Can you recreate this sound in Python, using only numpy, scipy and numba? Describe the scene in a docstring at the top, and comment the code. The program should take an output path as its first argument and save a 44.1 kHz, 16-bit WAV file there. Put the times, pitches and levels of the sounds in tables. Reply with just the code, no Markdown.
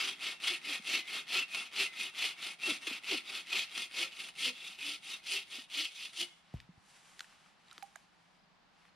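"""A quiet forest: a bow saw cuts a thin dry log some metres from the stereo microphones of a small camera.
Teeth tear fibres as rough noise that rings the steel frame; the log judders around the tooth rate.
The cut end drops and bounces as low decaying rings, then the log is shifted along: litter rustles as
filtered grains, twigs snap as short rings with broad cracks, a cricket chirps in faint sine pips.
Behind it lie a thin wash from the trunks and a distant hum of shaped noise."""
import sys
import numpy as np
from scipy import signal
from scipy.fft import rfft, irfft, next_fast_len
from scipy.io import wavfile
from scipy.ndimage import uniform_filter1d
from numba import njit

SR = 44100
rng = np.random.default_rng(int(sys.argv[2]) if len(sys.argv) > 2 else 0)


def gain_from_db(level_db):
    """Convert decibel levels to linear amplitude factors (20 dB per decade)."""
    decades = np.asarray(level_db, float) / 20
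    return 10 ** decades


def wav_out(sig):
    """Save sig, one row per channel (or a flat mono array), as 16-bit PCM at SR to the path in sys.argv[1]."""
    wavfile.write(sys.argv[1], SR, np.round(np.clip(np.atleast_2d(sig).T, -1, 1) * 32767).astype(np.int16))


N = 394694
T = np.arange(N) / SR  # t/s

# push and pull of the saw in turn: bite t/s, release t/s, relative level/dB
SAW_STROKES = [(-0.045, 0.135, -36.5), (0.214, 0.347, -38.5), (0.432, 0.565, -34), (0.647, 0.788, -38),
               (0.869, 1.016, -34), (1.085, 1.22, -39), (1.302, 1.432, -32.5), (1.515, 1.668, -41.5),
               (1.749, 1.873, -33), (1.949, 2.101, -41.5), (2.173, 2.322, -35), (2.4, 2.537, -41.5),
               (2.626, 2.77, -35.5), (2.839, 2.99, -40.5), (3.064, 3.203, -33.5), (3.276, 3.428, -40),
               (3.497, 3.647, -33.5), (3.724, 3.874, -40.5), (3.943, 4.084, -34), (4.151, 4.298, -44.5),
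               (4.385, 4.524, -34.5), (4.586, 4.773, -46.5), (4.814, 4.968, -37), (5.05, 5.185, -42),
               (5.264, 5.424, -37), (5.504, 5.632, -43.5), (5.731, 5.879, -33.5), (5.947, 6.106, -42.5),
               (6.165, 6.253, -38)]
# teeth snag (+) or skip (-) for a moment: t/s, lift/dB
TOOTH_CATCHES = [(0.413, 1), (0.469, 2.5), (.631, -0.5), (0.898, 6.5), (.94, 0), (1.546, 10), (2.654, 1.5),
                 (2.868, 9), (3.776, 9), (4.286, 13.5), (4.445, 4.5), (4.784, 7), (6.13, 10), (6.21, 2.5),
                 (6.227, 8.5)]
# the log shakes with the passing teeth: centre t/s, relative level/dB, f/Hz
LOG_JUDDERS = [(0.07, -63, 380), (0.521, -53.5, 346), (0.702, -54.5, 297), (0.959, -58, 334),
               (1.378, -52, 378), (1.815, -53, 390), (2.699, -43, 325), (3.135, -43.5, 335),
               (3.558, -56.5, 377), (4.014, -54.5, 340), (4.02, -62, 520), (4.485, -55.5, 500),
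               (4.488, -54.5, 249.3), (4.892, -60, 290), (5.357, -58.5, 398), (5.803, -56, 307),
               (6.226, -54.5, 343)]
# frame modes left singing; close pairs beat: t/s, level/dB, f/Hz, beats/Hz
FRAME_RINGS = [(.33, -54, 2705, 2), (.98, -47, 2051, 2), (1.85, -46, 2051, 2), (2.069, -51, 2705, 2),
               (6.24, -59, 2153, 13), (6.255, -62, 2955, 14), (6.265, -63, 3425, 15)]
# modes of steel frame and blade: f/Hz, width/Hz, relative level/dB, change on the pull/dB
FRAME_MODES = [(1347, 29, -12.5, -4), (1862, 24, -8.5, 4), (2080, 8, -12, -5), (2145, 30, -5.5, 5),
               (2223, 26, -1.5, 0.5), (2509, 44, 3, 0.5), (2701, 31, 3.5, 0), (2950, 40, 0, -3),
               (3238, 34, 1.5, 0), (3428, 50, -4.5, 4), (3718, 47, -5, 2.5), (4175, 67, -7.5, -3),
               (4800, 110, -12.5, -1), (5790, 96, -15.5, -1)]
# colour of the tearing fibres: f/Hz, gain/dB
TEAR_CURVE = [(1200, -91), (1650, -28), (2000, -8.5), (2630, -3.5), (3300, -4), (4270, -9), (5500, -14),
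              (7240, -69)]
# colour of the hiss of the teeth: f/Hz, gain/dB
HISS_CURVE = [(4000, -20), (6000, 7), (8200, -0.5), (8700, 5.5), (10300, 4.5), (11200, -33), (14200, -43),
              (15500, -20)]
# colour of the log's answer: f/Hz, gain/dB
WOOD_CURVE = [(110, -22), (220, 2), (400, 4), (476, -3), (560, -2), (750, 3.5), (936, -0.5), (1340, 9),
              (1700, 1), (2500, -6)]
# dull knocks of wood and ground: t/s, relative level/dB, f/Hz, t60/s
DULL_KNOCKS = [(.797, -51.5, 205, 0.036), (2.873, -46.5, 320, 0.045), (2.911, -47, 258, 0.044),
               (5.584, -56, 260, 0.062), (6.541, -32.5, 127, 0.032), (6.544, -43, 55, 0.1),
               (6.563, -44, 90, 0.044), (6.69, -53.5, 172, 0.069), (6.777, -49, 91, 0.025),
               (7.783, -62, 308, 0.027)]
# twigs and bark: t/s, ring level/dB, ring f/Hz, relative crack level/dB, left minus right/dB
TWIG_SNAPS = [(6.538, -45, 720, -36, -1), (6.602, -54, 2520, -41.5, 1), (7.1935, -42, 3600, -37, -4),
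              (7.1935, -42, 1900, -44, 0), (7.206, -37.5, 1510, -30.5, 2), (7.206, -41, 3460, -36, 0),
              (7.244, -51, 1880, -47, -.5), (7.325, -55, 1500, -45, 0), (7.461, -51, 1300, -57, 6),
              (7.683, -52, 3780, -63, -1), (7.712, -45, 3800, -51, -3), (7.714, -52, 1350, -52, -3),
              (7.724, -44.5, 1350, -56, -8), (7.729, -66, 6540, -53, 0), (7.7795, -43, 3670, -45, 1),
              (7.7795, -56, 1310, -37, 1.5), (7.825, -60, 2200, -42, -8), (7.829, -65, 9200, -51, -7),
              (7.957, -38, 1670, -37.5, -8), (7.959, -49, 7000, -56, -9), (7.96, -49.5, 706, -60, -10),
              (8.853, -57, 1580, -49.5, 0)]
# the log knocks on something hollow: columns as in TWIG_SNAPS
HOLLOW_KNOCK, HOLLOW_T60_S = (7.826, -41.5, 794, -41, -11), 0.062
# falling sawdust, then feet and log scuffing litter: loudest t/s, hold/s, level/dB, treble against it/dB
LITTER_SCUFFS = [(6.27, 0.046, -70, -1), (6.552, 0.032, -66.5, -15), (6.892, 0.21, -68.5, -1.5),
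                 (7.21, 0.032, -74, 3), (7.3, 0.035, -74, -11), (7.395, 0.088, -71, -7),
                 (7.714, 0.03, -66.5, -10), (7.833, 0.026, -78, 2), (7.968, 0.034, -74, -3),
                 (8.148, 0.22, -77.5, -8), (8.815, 0.073, -73, -10)]
# colour of the body of the rustle: f/Hz, gain/dB
LITTER_CURVE = [(300, -25), (860, 1), (2920, 3), (5500, -9.5), (8000, -61)]
# colour of the crisp top of the rustle: f/Hz, gain/dB
CRISP_CURVE = [(3500, -10), (6000, -3), (10400, -7), (14000, -29), (15500, -35)]
# cricket pips: t/s, level/dB, f/Hz
CRICKET_PIPS = [(8.352, -75, 4950), (8.395, -71, 4950), (8.44, -72, 4950), (8.893, -68, 4250)]
# colour of the distant hum and air: f/Hz, gain/dB
FOREST_CURVE = [(18, -54), (30, -17), (114, -19), (173, -5), (263, -15.5), (467, -20), (727, -13.5),
                (787, -10), (851, -12.5), (1110, -14.5), (4650, -24), (6040, -31.5), (15500, -54)]
# scattered sound, side against mid: f/Hz, gain/dB
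SCATTER_CURVE = [(60, -36), (125, -15), (250, -16), (500, -4.5), (1000, -0.5), (2500, -32), (4500, -13.5),
                 (8000, 0.5), (15000, -7.5)]

TEETH_HZ = 390  # mean tooth rate at full speed
FASTEST_SHARE = 0.486  # share of the stroke at which the blade is fastest
# against the cut for a usual stroke, and change per dB of extra force: light strokes still hiss
USUAL_DB = -38.5
HISS_DB, HISS_PER_DB = -17, -0.28
WOOD_DB, WOOD_PER_DB = -19, -0.43
# the blade stands still before each bite: s before it, dip dB, s to die down, s to start again
TURN_S, TURN_DB, TURN_IN_S, TURN_OUT_S = 0.045, -7, 0.02, 0.0097
# blade in the kerf: rings higher at speed
SPAN_HZ, SPAN_RISE_HZ, SPAN_WIDTH_HZ, SPAN_DB = 1900, 867, 238, 3
# a hard judder is short and drags the blade down in pitch; a faint one spreads
JUDDER_S, FAINT_DB, SPREAD_S_PER_DB, DRAG_OCT_S_PER_DB = 0.018, -54, 0.003, 1.25
SNAP_T60_S, SNAP_T60_SLOPE = 0.014, -0.55  # at 1 kHz; higher rings die sooner
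SCUFF_RISE_DB_S, SCUFF_FALL_DB_S, TREBLE_FALL_DB_S = 117, 130, 17  # treble falls this much faster
SAW_PAN_DB = 0.87  # left minus right


def shape(x, points):
    """Filter by a (f/Hz, gain/dB) curve, straight over log frequency."""
    hz, db = np.transpose(points)
    size = next_fast_len(N + 4096)
    f = np.arange(size // 2 + 1) * SR / size + 1
    gain = gain_from_db(np.interp(np.log(f), np.log(hz), db))
    return irfft(rfft(x, size) * gain, size)[..., :N]


def unit(x, hz_lo, hz_hi):
    """Scale so that the band has rms 1."""
    sos = signal.butter(4, [hz_lo, hz_hi], "bandpass", fs=SR, output="sos")
    return x / signal.sosfilt(sos, x).std()


def walk(rate):
    """Random levels held 1 / rate s and slewed twice; spread near 1."""
    k = int(SR / rate)
    held = np.repeat(rng.standard_normal(N // k + 1), k)
    return 1.3 * uniform_filter1d(uniform_filter1d(held, k), k)[:N]


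def grains(rate, spread_db):
    """Dense tiny breaks, rate per second, of very unequal size."""
    hits = rng.random(N) < rate / SR
    return hits * rng.standard_normal(N) * gain_from_db(spread_db * rng.exponential(size=N))


def ring(x, hz, width):
    """One resonance, gain 1 at its centre."""
    return signal.lfilter(*signal.iirpeak(hz, hz / width, fs=SR), x)


@njit
def glide_ring(x, hz, width):
    """One resonance whose centre moves every sample (state-variable filter)."""
    y, band, low = np.empty(len(x)), 0., 0.
    for i in range(len(x)):
        g, k = np.tan(np.pi * hz[i] / SR), width / hz[i]
        v = (band + g * (x[i] - low)) / (1 + g * (g + k))
        band, low, y[i] = 2 * v - band, low + 2 * g * v, k * v
    return y


def patchy(x, hz_lo, count, depth_db, rate):
    """Half-octave-spaced bands swell and fade on their own."""
    centres = hz_lo * np.sqrt(2) ** np.arange(count)
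    return sum(ring(x, hz, 0.61 * hz) * gain_from_db(depth_db * walk(rate)) for hz in centres)


def add(out, s, sound):
    """Mix a sound in at time s."""
    i = int(s * SR)
    out[..., i:i + sound.shape[-1]] += sound[..., :N - i]


def saw():
    """Teeth tear fibres in a dense rasp; frame, blade and log answer."""
    speed, (cut, hiss, wood) = strokes()
    tooth_hz = TEETH_HZ * speed * (1 + 0.0586 * walk(150))
    tooth = 1 + 0.5 * np.cos(2 * np.pi * np.cumsum(tooth_hz) / SR)
    snag = gain_from_db(1.89 * walk(110))
    tear = tooth * snag * (0.63 * grains(5000, 1.3) + 0.55 * rng.standard_normal(N))
    tear = tear / tear.std()
    drive = tear * cut

    # the contact slides along the blade, so every mode is driven unevenly
    pull = np.searchsorted(np.array(SAW_STROKES)[1:, 0] - TURN_S, T) % 2
    frame = np.zeros(N)
    for hz, width, db, pull_db in FRAME_MODES:
        uneven_db = pull_db * pull + 2.1 * walk(9) + 3.26 * walk(45)
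        frame += gain_from_db(db) * ring(drive * gain_from_db(uneven_db), hz, width)

    span_hz = (SPAN_HZ + SPAN_RISE_HZ * speed) * (1 + 0.07 * walk(25))
    span = np.zeros(N)
    for ratio, db in [(1, 0), (1.6, -9.5)]:
        uneven = drive * gain_from_db(2.9 * walk(40))
        span += gain_from_db(db) * glide_ring(uneven, ratio * span_hz, float(SPAN_WIDTH_HZ))
    steel = gain_from_db(7) * shape(drive, TEAR_CURVE) + gain_from_db(8.5) * frame + gain_from_db(SPAN_DB) * span

    scrape = patchy(tear + 0.7 * rng.standard_normal(N), 5200, count=4, depth_db=3.2, rate=18)
    scrape = scrape + ring(scrape, 8840, 160) + ring(scrape, 9400, 120)  # high modes of the blade
    rasp = hiss * gain_from_db(2.0 * walk(20)) * unit(shape(scrape, HISS_CURVE), 6400, 12600)

    shaken = patchy(tear + 0.87 * rng.standard_normal(N), 208, count=7, depth_db=2.5, rate=16)
    log = wood * unit(shape(shaken, WOOD_CURVE), 460, 1380)

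    # the deepening kerf grips the blade and mutes its lower ring; a slow blade sounds darker
    grip = gain_from_db(3.0 - 6.9 * (T / 5.84) ** 2.17)
    low = shape(steel, [(2650, -2.5), (3100, -21)])
    bright = (steel - low) * gain_from_db(4.8 * (speed - 0.31))
    return bright + (low + log) * grip + rasp


def strokes():
    """Blade speed 0-1 and strength of cut, hiss and wood; force falls off as the blade slows to turn."""
    speed, force = np.zeros(N), np.zeros((3, N))  # force rows: cut, hiss, wood
    for bite, release, db in SAW_STROKES:
        fast = bite + FASTEST_SHARE * (release - bite)
        rise = (fast - T) / max(fast - bite, 0.05)
        fall = (T - fast) / (release - fast)
        u = np.where(T < fast, rise, fall)  # 0 at the fastest, 1 at the release
        speed = np.maximum(speed, np.cos(np.minimum(0.9 * u, np.pi / 2)))
        bend = np.where(T < fast, 1.85, 1.75)  # how round the swell and the fade are
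        bends = bend + np.array([[0], [0.3], [0]])
        fall_db = -9 * np.minimum(u, 6) ** bends * np.array([[1.01], [0.88], [0.9]])
        # quieter until the teeth meet the wood again
        fall_db -= 8 * np.clip((bite - TURN_S - T) / TURN_OUT_S, 0, 1)
        hiss_db = HISS_DB + HISS_PER_DB * (db - USUAL_DB)
        wood_db = WOOD_DB + WOOD_PER_DB * (db - USUAL_DB)
        force += gain_from_db(db + np.array([[0], [hiss_db], [wood_db]]) + fall_db)
    for bite, _, _ in SAW_STROKES[1:]:
        gap = T - bite + TURN_S
        dip = np.exp(-0.5 * (gap / np.where(gap < 0, TURN_IN_S, TURN_OUT_S)) ** 2)
        force *= gain_from_db(TURN_DB * dip)
    for s, lift_db in TOOTH_CATCHES:
        onset = np.clip((T - s) / 0.00067, 0, 1)
        force *= gain_from_db(lift_db * np.exp(-np.maximum(T - s, 0) / 0.0089) * onset)
    return speed, force


def frame_rings():
    """A frame mode left singing as the blade lifts off: a beating sine with a slow decay."""
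    out, t = np.zeros(N), T[:SR // 3]
    for s, db, hz, beats in FRAME_RINGS:
        level = gain_from_db(db - 60 * t / 0.7) * np.clip(t / 0.012, 0, 1)
        add(out, s, level * np.cos(np.pi * beats * t) * np.sin(2 * np.pi * hz * t))
    return out


def judders():
    """The log groans around the tooth rate; hard judders glide down as they drag the blade."""
    out, t = np.zeros(N), T[:SR // 4] - 1 / 8
    chance = rng.standard_normal((len(LOG_JUDDERS), len(t)))
    for (s, db, hz), noise in zip(LOG_JUDDERS, chance):
        length = JUDDER_S + SPREAD_S_PER_DB * max(FAINT_DB - db, 0)
        glide = -DRAG_OCT_S_PER_DB * max(db - FAINT_DB, 0)  # octaves per s
        wobble = uniform_filter1d(noise, SR // 200) * np.sqrt(SR / 200)
        pitch = hz * 2 ** np.clip(glide * t, -0.9, 0.3) * (1 + 0.065 * wobble)
        turn = 2 * np.pi * np.cumsum(pitch) / SR
        groan = np.sin(turn) + gain_from_db(-9.5) * np.sin(2 * turn + wobble)
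        groan += gain_from_db(-8) * ring(noise[::-1], 290, 580)
        level = gain_from_db(db + 3.0 + 2.1 * wobble[::-1]) * np.exp(-0.5 * (t / length) ** 2)
        add(out, s, level * groan)
    centred = np.append(out[SR // 8:], np.zeros(SR // 8))
    return shape(centred, [(90, -5), (180, 1.5)])  # a thin log sends out little bass


def thuds():
    """Soft blows: a low ring that swells over a cycle and sags in pitch."""
    out, t = np.zeros(N), T[:SR // 4]
    for s, db, hz, t60 in DULL_KNOCKS:
        cycles = hz * (t + 0.0023 * (1 - np.exp(-t / 0.00092)))
        level = gain_from_db(db + 10.5 - 60 * t / t60) * (1 - np.exp(-t * hz / 0.51))
        add(out, s, level * np.sin(2 * np.pi * cycles + np.pi))
    return out


def snaps():
    """A short ring, a broad crack and a spill of crumbs from each break."""
    out, t = np.zeros((2, N)), T[:SR // 8]
    breaks = [HOLLOW_KNOCK] + TWIG_SNAPS
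    chance = rng.standard_normal((len(breaks), len(t)))
    t60s = [HOLLOW_T60_S] + [SNAP_T60_S * (row[2] / 1000) ** SNAP_T60_SLOPE for row in TWIG_SNAPS]
    for (s, db, hz, crack_db, pan_db), t60, noise in zip(breaks, t60s, chance):
        level = gain_from_db(db - 60 * (t / t60) ** 1.53) * (1 - np.exp(-t * hz / 1.2))
        tone = level * np.sin(2 * np.pi * hz * t)
        broad = ring(ring(noise, hz, 0.96 * hz), hz, 0.96 * hz)
        crack = gain_from_db(crack_db + 9 - 60 * t / 0.011) * broad
        crumbs = gain_from_db(crack_db - 31.5 - 60 * t / 0.18) * ring(noise[::-1], 7000, 8000)
        pan = gain_from_db(np.array([[pan_db], [-pan_db]]) / 2)
        add(out, s, (tone + crack) * pan + crumbs)
    return out


def rustle():
    """Leaves and needles crumble in grains; each scuff swells, holds and fades, treble first."""
    body, top = np.zeros(N), np.zeros(N)
    for s, hold, db, treble_db in LITTER_SCUFFS:
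        after = np.maximum(T - s - hold, 0)
        level_db = db - SCUFF_RISE_DB_S * np.maximum(s - T, 0) - SCUFF_FALL_DB_S * after
        body += gain_from_db(level_db)
        top += gain_from_db(level_db + treble_db - TREBLE_FALL_DB_S * after)
    crumbs = (0.8 * grains(2500, 2.4) + 0.7 * rng.standard_normal(N)) * gain_from_db(1.5 * walk(40))
    litter = body * unit(shape(crumbs, LITTER_CURVE), 800, 5700)
    crisp = top * unit(shape(crumbs, CRISP_CURVE), 3500, 13000)
    return (litter + crisp) * (T > SAW_STROKES[-1][1])  # only after the last stroke


def cricket():
    """A few faint pips: sines under a bell-shaped swell."""
    out = np.zeros(N)
    for s, db, hz in CRICKET_PIPS:
        swell = np.exp(-0.5 * ((T - s) / 0.0037) ** 2)
        out += gain_from_db(db) * swell * np.sin(2 * np.pi * hz * T)
    return out


def trunks(x):
    """Trunks send back a thin, fading wash, its own at each microphone."""
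    t = T[:SR // 2]
    echo = rng.standard_normal((2, len(t))) * gain_from_db(-60 * t / 0.5) * np.clip(t / 0.0017, 0, 1)
    echo = signal.lfilter([1], [1, -0.15], echo)  # slightly darker
    echo = echo / np.sqrt((echo ** 2).sum(1, keepdims=True))
    return signal.fftconvolve(x[None], echo, axes=1)[:, :N]


def forest():
    """Distant hum and air in the crowns: shaped noise, little alike left and right."""
    mid, side = shape(rng.standard_normal((2, N)) * [[1.1], [0.8]], FOREST_CURVE)
    air = np.array([mid + side, mid - side]) * gain_from_db(0.6 * walk(3))
    return gain_from_db(-68.0) * air / air.std()


def scene():
    """All sources; ground and camera body scatter a share that differs between the microphones."""
    near = saw() + frame_rings() + judders() + thuds() + rustle() + cricket()
    t = T[:SR // 10]
    smear = rng.standard_normal(len(t)) * gain_from_db(-60 * t / 0.092)
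    scattered = signal.fftconvolve(near, smear / np.sqrt((smear ** 2).sum()))[:N]
    # the direct sound leans slightly right around 500 Hz-1 kHz and near 8 kHz
    side = shape(scattered - 0.24 * near, SCATTER_CURVE)
    breaks = snaps()
    direct = near * gain_from_db(SAW_PAN_DB * np.array([[0.5], [-0.5]])) + side * [[1], [-1]] + breaks
    return direct + gain_from_db(-19.0) * trunks(near + breaks.mean(0)) + forest()


def band_limit(x):
    """A steep low-pass at the top of the band."""
    return signal.sosfilt(signal.butter(12, 15630, fs=SR, output="sos"), x)


def record(dry):
    """The microphones roll off the very top."""
    mix = shape(dry, [(14000, 0), (15600, -24)])
    return band_limit(mix)


dry = scene()
out = record(dry)
wav_out(out)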